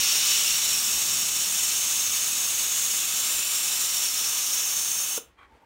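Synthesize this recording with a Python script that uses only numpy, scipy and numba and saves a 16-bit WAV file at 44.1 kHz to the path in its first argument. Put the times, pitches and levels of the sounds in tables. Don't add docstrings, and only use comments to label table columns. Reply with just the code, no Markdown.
import sys
import numpy as np
from scipy import signal
from scipy.fft import rfft, irfft
from scipy.io import wavfile
from scipy.ndimage import uniform_filter1d, map_coordinates
from numba import njit

SR = 44100
rng = np.random.default_rng(int(sys.argv[2]) if len(sys.argv) > 2 else 0)


def to_wav(s):
    ch = np.atleast_2d(s).T
    pcm = np.round(np.clip(ch, -1, 1) * 32767)
    wavfile.write(sys.argv[1], SR, pcm.astype(np.int16))


N = 249165

# time in seconds, nominal level in dB.
JET_FLOW = [(0, -21), (.5, -22), (.75, -25.5), (1.5, -26), (2.3, -26.5), (4.2, -27), (4.75, -29),
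            (5.1, -31.5)]
# frequency in Hz, relative spectral density in dB.
JET_COLOUR = [(350, -19.5), (700, -16.5), (1150, -11), (2000, -11), (2700, -7.5), (3700, -2), (4900, -13.5),
              (5300, -5.5), (7000, .5), (9000, -5.5), (10000, -6), (10500, -13), (11200, -8), (14500, -7.5),
              (15600, -6.5)]
# centre in Hz, width in Hz, gain in dB.
HOLLOW_RESONANCES = [(1177, 8.9, 7.5), (1260, 19, 6.5), (2120, 50, 4), (2287, 29, 8), (2570, 125, 8.5),
                     (2775, 46, 8.5), (2980, 106, 8.5), (3310, 30, -7), (3438, 43, 6.5), (3650, 170, 1.5),
                     (3946, 21, 8), (4270, 53, 7.5), (4470, 61, 10.5), (4766, 190, 9.5), (4920, 150, -2),
                     (5147, 90, 10), (5500, 58, 9.5), (5685, 110, 4.5), (6120, 110, 4.5), (6390, 29, 9),
                     (6660, 52, 8.5), (7040, 55, 7.5), (7460, 62, 5.5), (8160, 140, 1.5), (8630, 120, 7.5),
                     (9340, 154, 6.5), (11130, 97, 5)]
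# time of peak in seconds,
# spread in seconds, centre at the peak in Hz, glide in Hz per second, peak gain in dB (negative cancels).
OUTLET_FLARES = [(.8, 1, 5600, 1, 7.5), (4.3, .7, 5600, -1.5, 9), (1.25, 0.33, 6650, 0, 4),
                 (2.05, 0.36, 6410, 199, 8.5), (2.77, 0.2, 6530, 300, 9), (3.4, 0.18, 6640, 0, -2),
                 (4.9, .42, 6320, 100, 13), (0, 0.28, 7600, 0, -12), (1, 0.77, 7840, 1, 5.5),
                 (3.3, 0.54, 7550, -250, 4), (4.1, 0.4, 7100, 0, 0), (5.18, .08, 3020, 0, 3.5)]
# frequency in Hz, relative spectral density in dB.
EDDY_SPECTRUM = [(20, -25.5), (35, -24), (50, -8.5), (70, -5), (110, -3.5), (190, -2.5), (300, -6),
                 (500, -12), (1000, -19.5)]
# time in seconds, level in dB.
EDDY_LEVELS = [(.35, -51.5), (1.15, -47), (1.6, -50.5), (5.15, -57.5)]
# frequency in Hz, relative spectral density in dB.
GARAGE_COLOUR = [(20, -24.5), (40, -9), (65, 2.5), (110, -12), (330, -11.5), (1000, -15), (2000, -18),
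                 (4500, -31), (8000, -37), (15000, -47)]
# frequency in Hz, relative level in dB, 60 dB decay time in seconds.
VALVE_BODY_MODES = [(280, -12, 0.052), (357, -9, 0.06), (460, -0.5, 0.052), (518, -7, 0.04),
                    (940, -11, 0.039), (1080, -9, 0.033), (1393, -5, 0.028), (3020, -12, .02)]
# frequency in Hz, relative density in dB.
BRIGHT_RUB_COLOUR = [(200, -21), (900, -8.5), (1300, -3.5), (2200, -7.5), (2800, -19), (4000, -19),
                     (4800, -31), (9000, -34.5), (15000, -45)]
DULL_RUB_COLOUR = [(100, -23), (450, -5), (750, -11), (880, 9.5), (1050, -16), (2000, -19.5), (6000, -36)]
# centre in Hz, width in Hz, gain in dB.
BRIGHT_RUB_RESONANCES = [(1130, 80, 14.5), (2370, 200, 9.5), (3220, 150, 14)]
# start of hold in seconds, hold in seconds, bright and dull levels in dB.
RUB_STROKES = [(5.391, 0.059, -54.5, -64), (5.51, .055, -76.5, -62), (5.615, .04, -75.5, -58)]

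TIME = np.arange(N) / SR


def undb(db):
    return 10 ** (np.asarray(db) / 20)


def unit(x):
    return x / np.sqrt(np.mean(x ** 2))


def decay(elapsed_s, t60_s):
    return np.exp(-np.log(1000) * elapsed_s / t60_s)


def curve(table):
    return np.interp(TIME, *np.transpose(table))


def fluctuation(rate_hz):
    hold = int(SR / rate_hz)
    steps = np.repeat(rng.standard_normal(N // hold + 1), hold)
    return unit(uniform_filter1d(uniform_filter1d(steps, hold), hold)[:N])


def noise(colour, resonances=()):
    f = np.arange(N // 2 + 1) * SR / N + 1e-9
    hz, db = np.transpose(colour)
    gain_db = np.interp(np.log(f), np.log(hz), db)
    for centre, width, rise_db in resonances:
        gain_db += rise_db / (1 + (2 * (f - centre) / width) ** 2)
    return unit(irfft(rfft(rng.standard_normal(N)) * undb(gain_db), N))


def below(x, hz, order=2):
    return signal.sosfiltfilt(signal.butter(order, hz, fs=SR, output="sos"), x)


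@njit
def resonator(x, hz, width_hz):
    out, band_state, low_state = np.empty(len(x)), 0., 0.
    for i in range(len(x)):
        tuning, damping = np.tan(np.pi * hz[i] / SR), width_hz[i] / hz[i]
        band = (band_state + tuning * (x[i] - low_state)) / (1 + tuning * (tuning + damping))
        band_state = 2 * band - band_state
        low_state += 2 * tuning * band
        out[i] = damping * band
    return out


def jet(flutter_db, surge_db):
    flow_db = curve(JET_FLOW)
    air = hollow_drift(noise(JET_COLOUR, HOLLOW_RESONANCES), pitch_share=.004)
    air = air - below(air, hz=170)
    roar = below(air, hz=1680, order=4)
    fizz = air - below(air, hz=8070, order=4)
    lost_db = -24 - flow_db
    air = air + (undb(.63 * lost_db) - 1) * roar + (undb(.79 * lost_db) - 1) * fizz
    air = outlet_flares(air, base_width_hz=405)
    air = metal_reflections(air, share=.19, drift_s=.00006, edge_hz=7800, count=7)
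    return air * undb(flow_db + flutter_db * fluctuation(110) + surge_db * fluctuation(16))


def hollow_drift(x, pitch_share):
    position = np.arange(N) + np.cumsum(pitch_share * fluctuation(2))
    return map_coordinates(x, [position], order=5, mode="mirror")


def outlet_flares(x, base_width_hz):
    for peak_s, spread_s, hz, glide, peak_db in OUTLET_FLARES:
        offset_s = TIME - peak_s
        gain_db = peak_db * np.exp(-.5 * (offset_s / spread_s) ** 2)
        ringing = resonator(x, hz + glide * offset_s, base_width_hz / undb(gain_db / 2))
        x = x + (undb(gain_db) - 1) * ringing
    return x


def metal_reflections(x, share, drift_s, edge_hz, count):
    low = below(x, edge_hz, order=3)
    treble, echoes = x - low, 0
    for lag_s in np.geomspace(.0007, .004, count):
        position = np.arange(N) - SR * (lag_s + drift_s * fluctuation(1.1))
        echoes += share * map_coordinates(treble, [position], order=3)
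    return low + (treble + echoes) / np.sqrt(1 + count * share ** 2)


def eddies(gust_db):
    return noise(EDDY_SPECTRUM) * undb(curve(EDDY_LEVELS) + gust_db * fluctuation(18))


def garage_background(level_db, waver_db):
    return noise(GARAGE_COLOUR) * undb(level_db + waver_db * fluctuation(15))


def garage_echo(x, wet_db, low_t60_s, high_t60_s, split_hz, gap_s, count):
    t = np.arange(SR // 2) / SR
    travel, echo = np.linspace(0, count - 1, N), 0
    for pattern in range(count):
        scatter = rng.standard_normal(len(t)) * (t > gap_s)
        low = below(scatter, split_hz, order=6)
        tail = low * decay(t, low_t60_s) + (scatter - low) * decay(t, high_t60_s)
        tail /= np.sqrt(np.sum(tail ** 2))
        nearness = np.sqrt(np.maximum(1 - np.abs(travel - pattern), 0))
        echo += nearness * signal.fftconvolve(x, tail)[:N]
    return undb(wet_db) * echo


def valve_knock(start_s, gain_db, contact_s):
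    elapsed_s = np.maximum(TIME - start_s, 0)
    ringing = sum(undb(db) * np.sin(2 * np.pi * hz * elapsed_s) * decay(elapsed_s, t60_s)
                  for hz, db, t60_s in VALVE_BODY_MODES)
    ringing *= 1 - np.exp(-elapsed_s / contact_s)
    return undb(gain_db) * (ringing - below(ringing, hz=230))


def valve_opening(shut_s, t60_s):
    return decay(np.maximum(TIME - shut_s, 0), t60_s)


def scuff(grain_db, attack_s, release_t60_s):
    bright, dull = noise(BRIGHT_RUB_COLOUR, BRIGHT_RUB_RESONANCES), noise(DULL_RUB_COLOUR)
    rubs = 0
    for start_s, hold_s, bright_db, dull_db in RUB_STROKES:
        elapsed_s = TIME - start_s
        attack = np.clip(1 + elapsed_s / attack_s, 0, 1)
        release = decay(np.maximum(elapsed_s - hold_s, 0), release_t60_s)
        rubs += attack * release * (undb(bright_db) * bright + undb(dull_db) * dull)
    return rubs * undb(grain_db * fluctuation(180))


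def scene():
    air = jet(flutter_db=.57, surge_db=.35) + eddies(gust_db=.5)
    air *= valve_opening(shut_s=5.179, t60_s=.052)
    knock = valve_knock(start_s=5.177, gain_db=-25, contact_s=.001)
    rubs = scuff(grain_db=1, attack_s=.022, release_t60_s=.09)
    into_room = air + rubs + undb(-2) * knock
    echo = garage_echo(into_room, wet_db=-11.5, low_t60_s=.29, high_t60_s=.19,
                       split_hz=3700, gap_s=.012, count=4)
    mono = air + knock + rubs + echo + garage_background(level_db=-62.5, waver_db=3)
    return np.array([mono, mono])


def record(dry):
    top_hz = 15750
    return signal.sosfilt(signal.ellip(12, .1, 80, top_hz, fs=SR, output="sos"), dry)


dry = scene()
out = record(dry)
to_wav(out)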